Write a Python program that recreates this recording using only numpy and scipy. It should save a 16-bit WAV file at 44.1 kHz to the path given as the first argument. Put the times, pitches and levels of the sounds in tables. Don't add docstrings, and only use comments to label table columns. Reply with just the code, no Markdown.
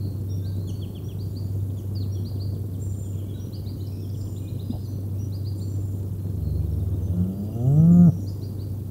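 import sys
import numpy as np
from scipy import signal
from scipy.fft import rfft, irfft, next_fast_len
from scipy.io import wavfile
from scipy.ndimage import uniform_filter1d, map_coordinates

SR = 44100
rng = np.random.default_rng(int(sys.argv[2]) if len(sys.argv) > 2 else 0)


def waveform_to_disk(signal):
    frames = np.transpose(np.atleast_2d(signal))
    scaled = np.clip(frames, -1, 1) * 32767
    samples = np.round(scaled).astype(np.int16)
    wavfile.write(sys.argv[1], SR, samples)


def how_loud(loudness_db):
    steps = np.asarray(loudness_db, float) / 20
    return 10 ** steps


N = 392490


def unit(x):
    return x / np.sqrt(np.mean(x ** 2) + 1e-20)


def along(points, hz):
    f, v = np.transpose(points)
    return np.interp(np.log(hz + 1), np.log(f + 1), v)


def curves(rows):
    s, *cols = np.transpose(rows)
    return [np.interp(np.arange(N) / SR, s, c) for c in cols]


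def wobble(rate_hz, size=N):
    knots = rng.standard_normal(int(size / SR * 400) + 4)
    return map_coordinates(knots, [np.arange(size) * rate_hz / SR])


def filtered(x, response):
    m = next_fast_len(N + 8192)
    return irfft(rfft(x, m) * response(np.fft.rfftfreq(m, 1 / SR)), m)[:N]


def rush(response, patchy_db):
    z = signal.stft(rng.standard_normal(N), nperseg=512)[2]
    field = uniform_filter1d(rng.standard_normal(z.shape), size=16, axis=0)
    noise = signal.istft(z * how_loud(patchy_db * unit(field)), nperseg=512)[1][:N]
    return unit(filtered(noise, response))


def turns(hz):
    return 2 * np.pi * np.cumsum(hz) / SR


def add(track, s, sound):
    part = track[round(max(s, 0) * SR):][:len(sound)]
    part += sound[:len(part)]


# (f/Hz, level/dB per Hz)
RUMBLE_SPECTRUM = [(15, -37.5), (27, -20), (45, -7), (70, -3.5), (110, 0.5), (170, -3.5), (330, -8.5),
                   (480, -18), (750, -29.5), (1200, -37), (1900, -48), (3000, -63)]


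def valley():
    sway_db = .4 * wobble(3)
    return how_loud(-35.5 + sway_db) * rush(lambda f: how_loud(along(RUMBLE_SPECTRUM, f)), patchy_db=1.63)


# (f/Hz, width/Hz, level/dB)
ENGINE_DRONES = [
    (124.1, 8.4, -43.5),
    (166.2, 1.4, -48),
    (72, 6, -51),
]


def hum():
    level_db = -30 + 1.08 * wobble(9) + 1.2 * wobble(2.516)
    out = np.sqrt(2) * how_loud(level_db) * np.sin(turns(96.96 + 0.409 * wobble(.7)))
    for hz, width_hz, db in ENGINE_DRONES:
        out += how_loud(db) * rush(lambda f: 1 / (1 + (2 * (f - hz) / width_hz) ** 2), patchy_db=0)
    return out


# (f/Hz, peak level/dB, t60/s)
WOOD_KNOCK = (232, -12.5, .06)
# (length/s, f/Hz, width/Hz, level/dB)
LEAF_RUSTLE = (.07, 600, 450, -45)


def branch():
    knock_s, rustle_s, attack_s = 4.7, 4.715, 0.0036
    out, t = np.zeros(N), np.arange(SR // 5) / SR
    hz, db, t60 = WOOD_KNOCK
    add(out, knock_s, how_loud(db - 60 * t / t60) * (1 - np.exp(-t / attack_s)) * np.sin(2 * np.pi * hz * t))
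    length, hz, width_hz, db = LEAF_RUSTLE
    puff = rush(lambda f: 1 / (1 + (2 * (f - hz) / width_hz) ** 4), patchy_db=0)[:int(length * SR)]
    add(out, rustle_s, how_loud(db) * puff * np.hanning(len(puff)) ** .5)
    return out


# (f/Hz, t60/s)
TREE_DECAY = [(100, 0.9), (2500, 0.41), (4500, 0.45), (9000, 0.22)]


def trees(x, wet_db, gap_s):
    hz, t, z = signal.stft(rng.standard_normal(SR), SR, nperseg=256)
    t60 = along(TREE_DECAY, hz)[:, None]
    near, far = how_loud(-60 * t / t60), how_loud(-14 - 60 * t / (3 * t60))
    tail = signal.istft(z * (near + far), SR, nperseg=256)[1]
    tail = np.pad(tail / np.linalg.norm(tail), (round(gap_s * SR), 0))
    return how_loud(wet_db) * signal.fftconvolve(x, tail)[:N]


def whistles(notes, overtones_db, flutter_db, rise, fall, warble):
    song = np.zeros(N)
    for s, length, a, b, c, db in notes:
        u = np.linspace(0, 1, int(length * SR))
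        hz = a * (1 - u) * (1 - 2 * u) + 4 * b * u * (1 - u) + c * u * (2 * u - 1)
        phase = turns(hz * (1 + warble * wobble(300, size=len(u))))
        level_db = db + flutter_db * wobble(70, size=len(u))
        swell = unit(u ** rise * (1 - u) ** fall) * how_loud(level_db)
        overtones = how_loud(overtones_db) * (np.sin(2 * phase) + .5 * np.sin(3 * phase))
        add(song, s, np.sqrt(2) * swell * (np.sin(phase) + overtones))
    return song


def sung(rows, shape):
    length, start, end = shape
    return [(s, length, start * hz, hz, end * hz, db) for s, hz, db in rows]


def sung_each(rows):
    return [note for shape, *row in rows for note in sung([row], shape)]


# (t/s, length/s,
# middle f/Hz, swing/Hz, level/dB)
TRILLS_AND_HAZE = [(0, 0.095, 4340, 300, -56), (1.245, .85, 7000, 120, -73), (2.0, 0.19, 4330, 250, -64),
                   (3.02, .58, 3040, 400, -70), (4.297, 0.36, 2960, 350, -67), (3.876, .18, 5380, 350, -60),
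                   (4.093, .22, 5630, 600, -60.5), (4.753, .24, 4400, 400, -64), (6.849, 1, 3043, 350, -72),
                   (7.6, .2, 7200, 598, -65.5), (7.748, .12, 5770, 352, -67), (7.903, 0.17, 6570, 900, -64.5),
                   (8.051, 0.2, 5750, 400, -60.5), (8.19, .18, 6950, 400, -66)]


def trills():
    sweeps_hz = 26
    song = np.zeros(N)
    for s, length, hz, swing_hz, db in TRILLS_AND_HAZE:
        size = int(length * SR)
        beat = turns(sweeps_hz * (1 + 0.17 * wobble(8, size=size)))
        notes = np.clip(np.sin(beat), 0, 1) * np.sin(np.linspace(0, np.pi, size)) ** 0.27
        level = 2 * how_loud(db + 1.2 * wobble(13, size=size))
        add(song, s, level * notes * np.sin(turns(hz + swing_hz * np.cos(beat))))
    return how_loud(-3.5) * song


# (t/s, length/s, f/Hz, level/dB)
LEVEL_WHISTLES = [(0.421, 0.11, 1577, -69.5), (0.803, 0.27, 4420, -76), (3.339, 0.051, 3870, -63),
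                  (3.774, 0.076, 3050, -70.5), (3.86, .18, 2420, -81), (3.91, 0.12, 2590, -76),
                  (3.828, 0.097, 4070, -70.5), (4.402, 0.155, 2460, -72), (6.179, .27, 4200, -77),
                  (6.414, 0.24, 4300, -72), (6.46, .082, 4020, -73),
                  (1.29, 0.064, 7020, -72), (1.441, .038, 6960, -71), (1.747, .046, 4630, -75),
                 (2.189, .036, 5670, -77), (3.772, .054, 6740, -71), (4.622, 0.28, 4940, -68),
                 (4.794, .049, 5180, -70), (4.837, 0.17, 6000, -68), (5.58, .22, 5900, -75),
                 (7.015, .071, 6160, -67), (7.406, .069, 7240, -73), (7.511, 0.2, 6002, -71),
                 (7.552, .229, 6960, -76), (7.659, 0.12, 7820, -71.5), (7.743, .097, 5990, -70.5),
                 (7.837, .03, 6870, -71), (7.968, 0.053, 6810, -71), (8.048, 0.31, 5880, -71.5),
                 (8.406, 0.061, 5760, -69)]
# (length/s, start ratio, end ratio)
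DIP, GLIDE, ARC = (0.202, 1.05, 1.06), (.36, 0.84, 0.97), (.084, .92, .87)
RAMP, LIFT, PIP = (0.12, .87, 1.17), (.22, .99, 1.03), (.016, 1.01, 0.96)
# (shape, t/s, middle f/Hz, level/dB)
BENT_NOTES = [
    (DIP, .279, 3560, -68.5),
    (GLIDE, .518, 4400, -65),
    (ARC, 3.255, 2360, -74),
    (RAMP, 4.7, 3100, -73),
    (RAMP, 5.14, 2750, -75),
    (LIFT, 7.315, 4800, -71.5),
]
# (t/s, middle f/Hz, level/dB)
PIP_NOTES = [(1.954, 2800, -71), (3.356, 1500, -64.5), (3.648, 2230, -70), (6.608, 2420, -75),
             (6.713, 5500, -63.5), (7.525, 2810, -65), (7.664, 2890, -66)]


def held_whistles():
    edge = 1 - .012
    held = [(s, length, hz * edge, hz, hz * edge, db) for s, length, hz, db in LEVEL_WHISTLES]
    notes = held + sung_each(BENT_NOTES) + sung(PIP_NOTES, PIP)
    return whistles(notes, overtones_db=-43.5, flutter_db=3, rise=0.18, fall=0.38, warble=0.0094)


# (t/s, middle f/Hz, level/dB)
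BLUR_NOTES = [(2.145, 3300, -62), (3.032, 3350, -65.5), (3.172, 3190, -65), (3.283, 3290, -62.5),
              (3.378, 3420, -65), (3.523, 3190, -63), (4.017, 3400, -68), (7.901, 7170, -66.5),
              (8.2, 6850, -64)]


def blurs():
    notes = sung(BLUR_NOTES, (.047, 1.08, .9))
    return whistles(notes, overtones_db=-44.0, flutter_db=3.5, rise=.4, fall=0.29, warble=.012)


# (t/s, middle f/Hz, level/dB)
REED_NOTES = [
    (.673, 3220, -58),
    (1.77, 3240, -63),
]


def reeds():
    notes = sung(REED_NOTES, (.038, 1.1, 0.83))
    return whistles(notes, overtones_db=-1, flutter_db=3.0, rise=0.48, fall=0.5, warble=0.0046)


# (t/s, middle f/Hz, level/dB)
CHIPS = [
    (3.861, 5300, -55.5),
    (3.946, 5400, -63),
    (4.089, 5340, -55.5),
    (4.203, 5300, -56.5),
]


def chips():
    notes = sung(CHIPS, (0.0157, 1.2, .86))
    return whistles(notes, overtones_db=-40, flutter_db=1.5, rise=1.5, fall=.4, warble=.004)


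# (t/s, middle f/Hz, level/dB)
SWOOP_NOTES = [(.815, 3060, -52.5), (.947, 3050, -54.5), (1.085, 3060, -55.5), (4.835, 4450, -61)]
TICK_NOTES = [(1.513, 3230, -73.8), (1.599, 3400, -73), (1.695, 3350, -68), (2.042, 2630, -69),
              (3.398, 3850, -64), (3.458, 3950, -64), (4.144, 3120, -64), (4.266, 3100, -63.5),
              (6.735, 3600, -74), (7.02, 3550, -73.5), (7.128, 3510, -68), (7.23, 3000, -69.5),
              (7.32, 3090, -72), (7.595, 3180, -66.5)]
STEP_NOTES = [(2.347, 3450, -69), (2.535, 3580, -70), (2.728, 3530, -68), (2.925, 3560, -71)]
# (length/s, start ratio, end ratio)
SWOOP, TICK, STEP = (0.049, 1.14, 0.71), (.02, 1.16, .84), (0.033, 1.5, 0.88)
DIVE, DROP, SLIDE = (.051, 1.13, 1), (.04, 1.06, .66), (.06, 1.3, .92)
# (shape, t/s, middle f/Hz, level/dB)
LONE_NOTES = [
    (DIVE, 1.951, 4500, -49),
    (DROP, 2.004, 4050, -52.5),
    (SLIDE, 3.12, 2450, -75),
    (SLIDE, 3.19, 2330, -75),
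    (SLIDE, 3.672, 2100, -76),
]


def falling_whistles():
    notes = sung(SWOOP_NOTES, SWOOP) + sung(TICK_NOTES, TICK) + sung(STEP_NOTES, STEP) + sung_each(LONE_NOTES)
    return whistles(notes, overtones_db=-40.5, flutter_db=2.5, rise=.4, fall=1.0, warble=.008)


# (t/s, middle f/Hz, level/dB)
TINY_NOTES = [(6.661, 3780, -69.5), (6.8, 3720, -63), (6.937, 3700, -65), (7.074, 3680, -65.5)]


def tiny_whistles():
    delay_s, pitch_ratio = .018, .91
    feet = [(s + delay_s, hz * pitch_ratio, db) for s, hz, db in STEP_NOTES]
    notes = sung(TINY_NOTES, (0.014, .94, 0.93)) + sung(feet, (0.02, 1.3, 0.96))
    return whistles(notes, overtones_db=-48, flutter_db=1.5, rise=.4, fall=.4, warble=.004)


# (t/s, middle f/Hz, level/dB)
WHIP_NOTES = [(.438, 4270, -54), (1.185, 4480, -54.5), (1.346, 4510, -55.5), (2.245, 4500, -54.5),
              (2.389, 4400, -53.5), (3.521, 4570, -53.5), (3.657, 4380, -54.5), (5.319, 4540, -54),
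              (5.445, 4530, -53), (5.594, 4280, -54), (8.259, 4800, -56.5), (8.412, 4520, -56),
              (8.584, 4350, -56)]
FLICK_NOTES = [(3.798, 3990, -55), (4.359, 3770, -56), (4.471, 3840, -55), (4.588, 3840, -54.5),
               (4.701, 3850, -55)]


def rising_whistles():
    notes = sung(WHIP_NOTES, (.048, .78, 1.106)) + sung(FLICK_NOTES, (.028, .84, 1.11))
    return whistles(notes, overtones_db=-45, flutter_db=2.5, rise=1.0, fall=0.71, warble=0.0061)


# (t/s, held f/Hz, level/dB)
HOOKED_NOTES = [(0.287, 5630, -53), (1.03, 5770, -57), (2.105, 5680, -55), (3.386, 5800, -57),
                (5.178, 5820, -57)]


def hooked():
    length_s, from_hz, drift_hz, slide_s = 0.067, 5040, 30, .009
    song = np.zeros(N)
    for s, high, db in HOOKED_NOTES:
        t = np.arange(int(length_s * SR)) / SR
        hz = np.linspace(high, high + drift_hz, len(t)) - (high - from_hz) * np.exp(-t / slide_s)
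        shape = np.clip(t / .018, 0, 1) ** 2 * np.clip((length_s - t) / .03, 0, 1)
        level = np.sqrt(2) * how_loud(db + 1.6 * wobble(104, size=len(t)))
        add(song, s, level * shape * np.sin(turns(hz)))
    return song


# (t/s, length/s, level/dB, fade/dB per s)
NASAL_CALLS = [
    (2.791, 0.43, -54, 17),
    (4.138, .42, -63.5, 2),
    (5.559, .53, -61.5, 17),
]
# (ratio to pitch, level/dB)
NASAL_PARTIALS = [(4 / 5, -17), (5 / 5, 0), (6 / 5, -5)]


def nasal():
    top_hz, end_hz, lift_hz = 7360, 7030, 276
    rise_s, fall_s, fall_db = 0.0246, 0.12, 11
    song = np.zeros(N)
    for s, length, db, fade_db in NASAL_CALLS:
        t = np.arange(int(length * SR)) / SR
        rise = np.clip(t / rise_s, 0, 1)
        hz = np.linspace(top_hz, end_hz, len(t)) - lift_hz * (1 - rise)
        level_db = db - fade_db * t - fall_db * np.clip(1 - (length - t) / fall_s, 0, 1)
        gate = rise * np.clip((length - t) / .02, 0, 1)
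        phase = turns(hz * (1 + .013 * wobble(170, size=len(t))))
        for ratio, part_db in NASAL_PARTIALS:
            flutter_db = 3.5 * wobble(87.5, size=len(t))
            add(song, s, gate * how_loud(level_db + part_db + flutter_db) * np.sin(ratio * phase))
    return np.sqrt(2) * song


def birds():
    singers = [(trills(), 3), (held_whistles(), -3), (blurs(), -1.5), (reeds(), -6), (chips(), -4),
               (falling_whistles(), -9), (tiny_whistles(), -5), (rising_whistles(), -4),
               (hooked(), -1.5), (nasal(), -3)]
    return sum(song + trees(song, wet_db=wet_db, gap_s=0.0055) for song, wet_db in singers)


# (t/s, f/Hz)
FOLD_PITCH = [
    (6.28, 73.64),
    (6.7, 74.28),
    (7.05, 80.53),
    (7.42, 101.5),
    (7.6, 117.8),
    (7.8, 158),
    (7.9, 171.9),
    (8.0, 175.7),
    (8.06, 172.5),
]
# (t/s, effort/dB, mouth opening 0-1)
BREATH_AND_JAW = [
    (6.41, -48, .25),
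    (6.6, -46, 0.2),
    (7.0, -43.5, 0),
    (7.19, -37.5, 1),
    (7.534, -37.5, .45),
    (7.556, -32.5, 0.66),
    (7.682, -26.5, 0.58),
    (7.95, -26, 0.92),
    (8.095, -24.5, 0.87),
]
# (f/Hz, level/dB over effort)
CHEST_GAIN = [(74, 17.5), (100, -0.5), (118, 1.5), (135, 7), (176, 11)]
# (f/Hz, level/dB over effort)
OCTAVE_GAIN = [(147, 13.5), (156, -2.5), (178, 10.5), (200, 7.5), (232, -7.5), (268, -8), (320, -14.5),
               (350, -15.5)]
# (f/Hz, level/dB over effort)
THROAT_GAIN = [(200, -12.5), (430, -12.5), (540, -19.5), (620, -18.5), (700, -20), (830, -28.5), (875, -41),
               (960, -49.5), (1050, -41.5), (1200, -30.5), (1400, -30), (1530, -54.5), (1950, -50),
               (2300, -120)]


def cow():
    sag_hz_per_s, shut_s, slack_db = 820, .12, -1
    swell_s, swell_db, cut_s, cut_db = .14, 18, .036, 36
    t = np.arange(N) / SR
    first, last, slacken = BREATH_AND_JAW[0][0], BREATH_AND_JAW[-1][0], FOLD_PITCH[-1][0]
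    hz = curves(FOLD_PITCH)[0] - sag_hz_per_s * np.clip(t - slacken, 0, .1)
    hz = uniform_filter1d(hz, size=SR // 40)
    effort_db, mouth = curves(BREATH_AND_JAW)
    mouth = mouth - np.clip((t - slacken) / shut_s, 0, 1)
    effort_db = effort_db - swell_db * np.clip((first - t) / swell_s, 0, 1)
    effort_db = effort_db - cut_db * np.clip((t - last) / cut_s, 0, 1)
    slack = np.clip(-np.gradient(hz) * SR / 400 - 1, 0, 1)
    phase = turns(hz * (1 + .003 * wobble(30) + .03 * slack * wobble(200)))
    voice = how_loud(effort_db + along(CHEST_GAIN, hz) + .6 * wobble(25)) * np.sin(phase)
    voice += how_loud(effort_db + along(OCTAVE_GAIN, 2 * hz) + 1.4 * wobble(20)) * np.sin(2 * phase)
    span = slice(round((first - swell_s) * SR), round((last + cut_s) * SR))
    closed = 1 - np.clip(mouth[span], 0, 1)
    for k in range(3, 26):
        partial_hz = k * hz[span]
        muffle_db = -30 * closed * np.clip(np.log2(partial_hz / 700), 0, 1)
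        flutter_db = 2.2 * wobble(11, size=len(closed)) - slack_db * slack[span]
        level_db = effort_db[span] + along(THROAT_GAIN, partial_hz) + muffle_db + flutter_db
        voice[span] += how_loud(level_db) * np.sin(k * phase[span] + k * k)
    voice *= 1 + .085 * wobble(220)
    call = np.zeros(N)
    call[span] = np.sqrt(2) * voice[span]
    return call + trees(call, wet_db=-22, gap_s=.03)


def scene():
    return (valley() + hum() + branch() + birds() + cow())[None]


def roll_off(x):
    return signal.sosfilt(signal.butter(12, 16850, fs=SR, output="sos"), x)


# (f/Hz, level/dB per Hz)
HISS_SPECTRUM = [(800, -15), (1800, -19.5), (2300, -11), (3500, -6.5), (5000, -8.5), (6500, -7), (9500, -5),
                 (12000, -2), (15500, 0.5)]


def record(dry):
    expand, top_hz = 9, 15720
    hiss = how_loud(-58.0) * rush(lambda f: how_loud(along(HISS_SPECTRUM, f)) * (f < top_hz), patchy_db=2.5)
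    gain = 1 + expand * uniform_filter1d(dry ** 2, size=SR // 175)
    return roll_off(dry * gain + hiss)


dry = scene()
out = record(dry)
waveform_to_disk(out)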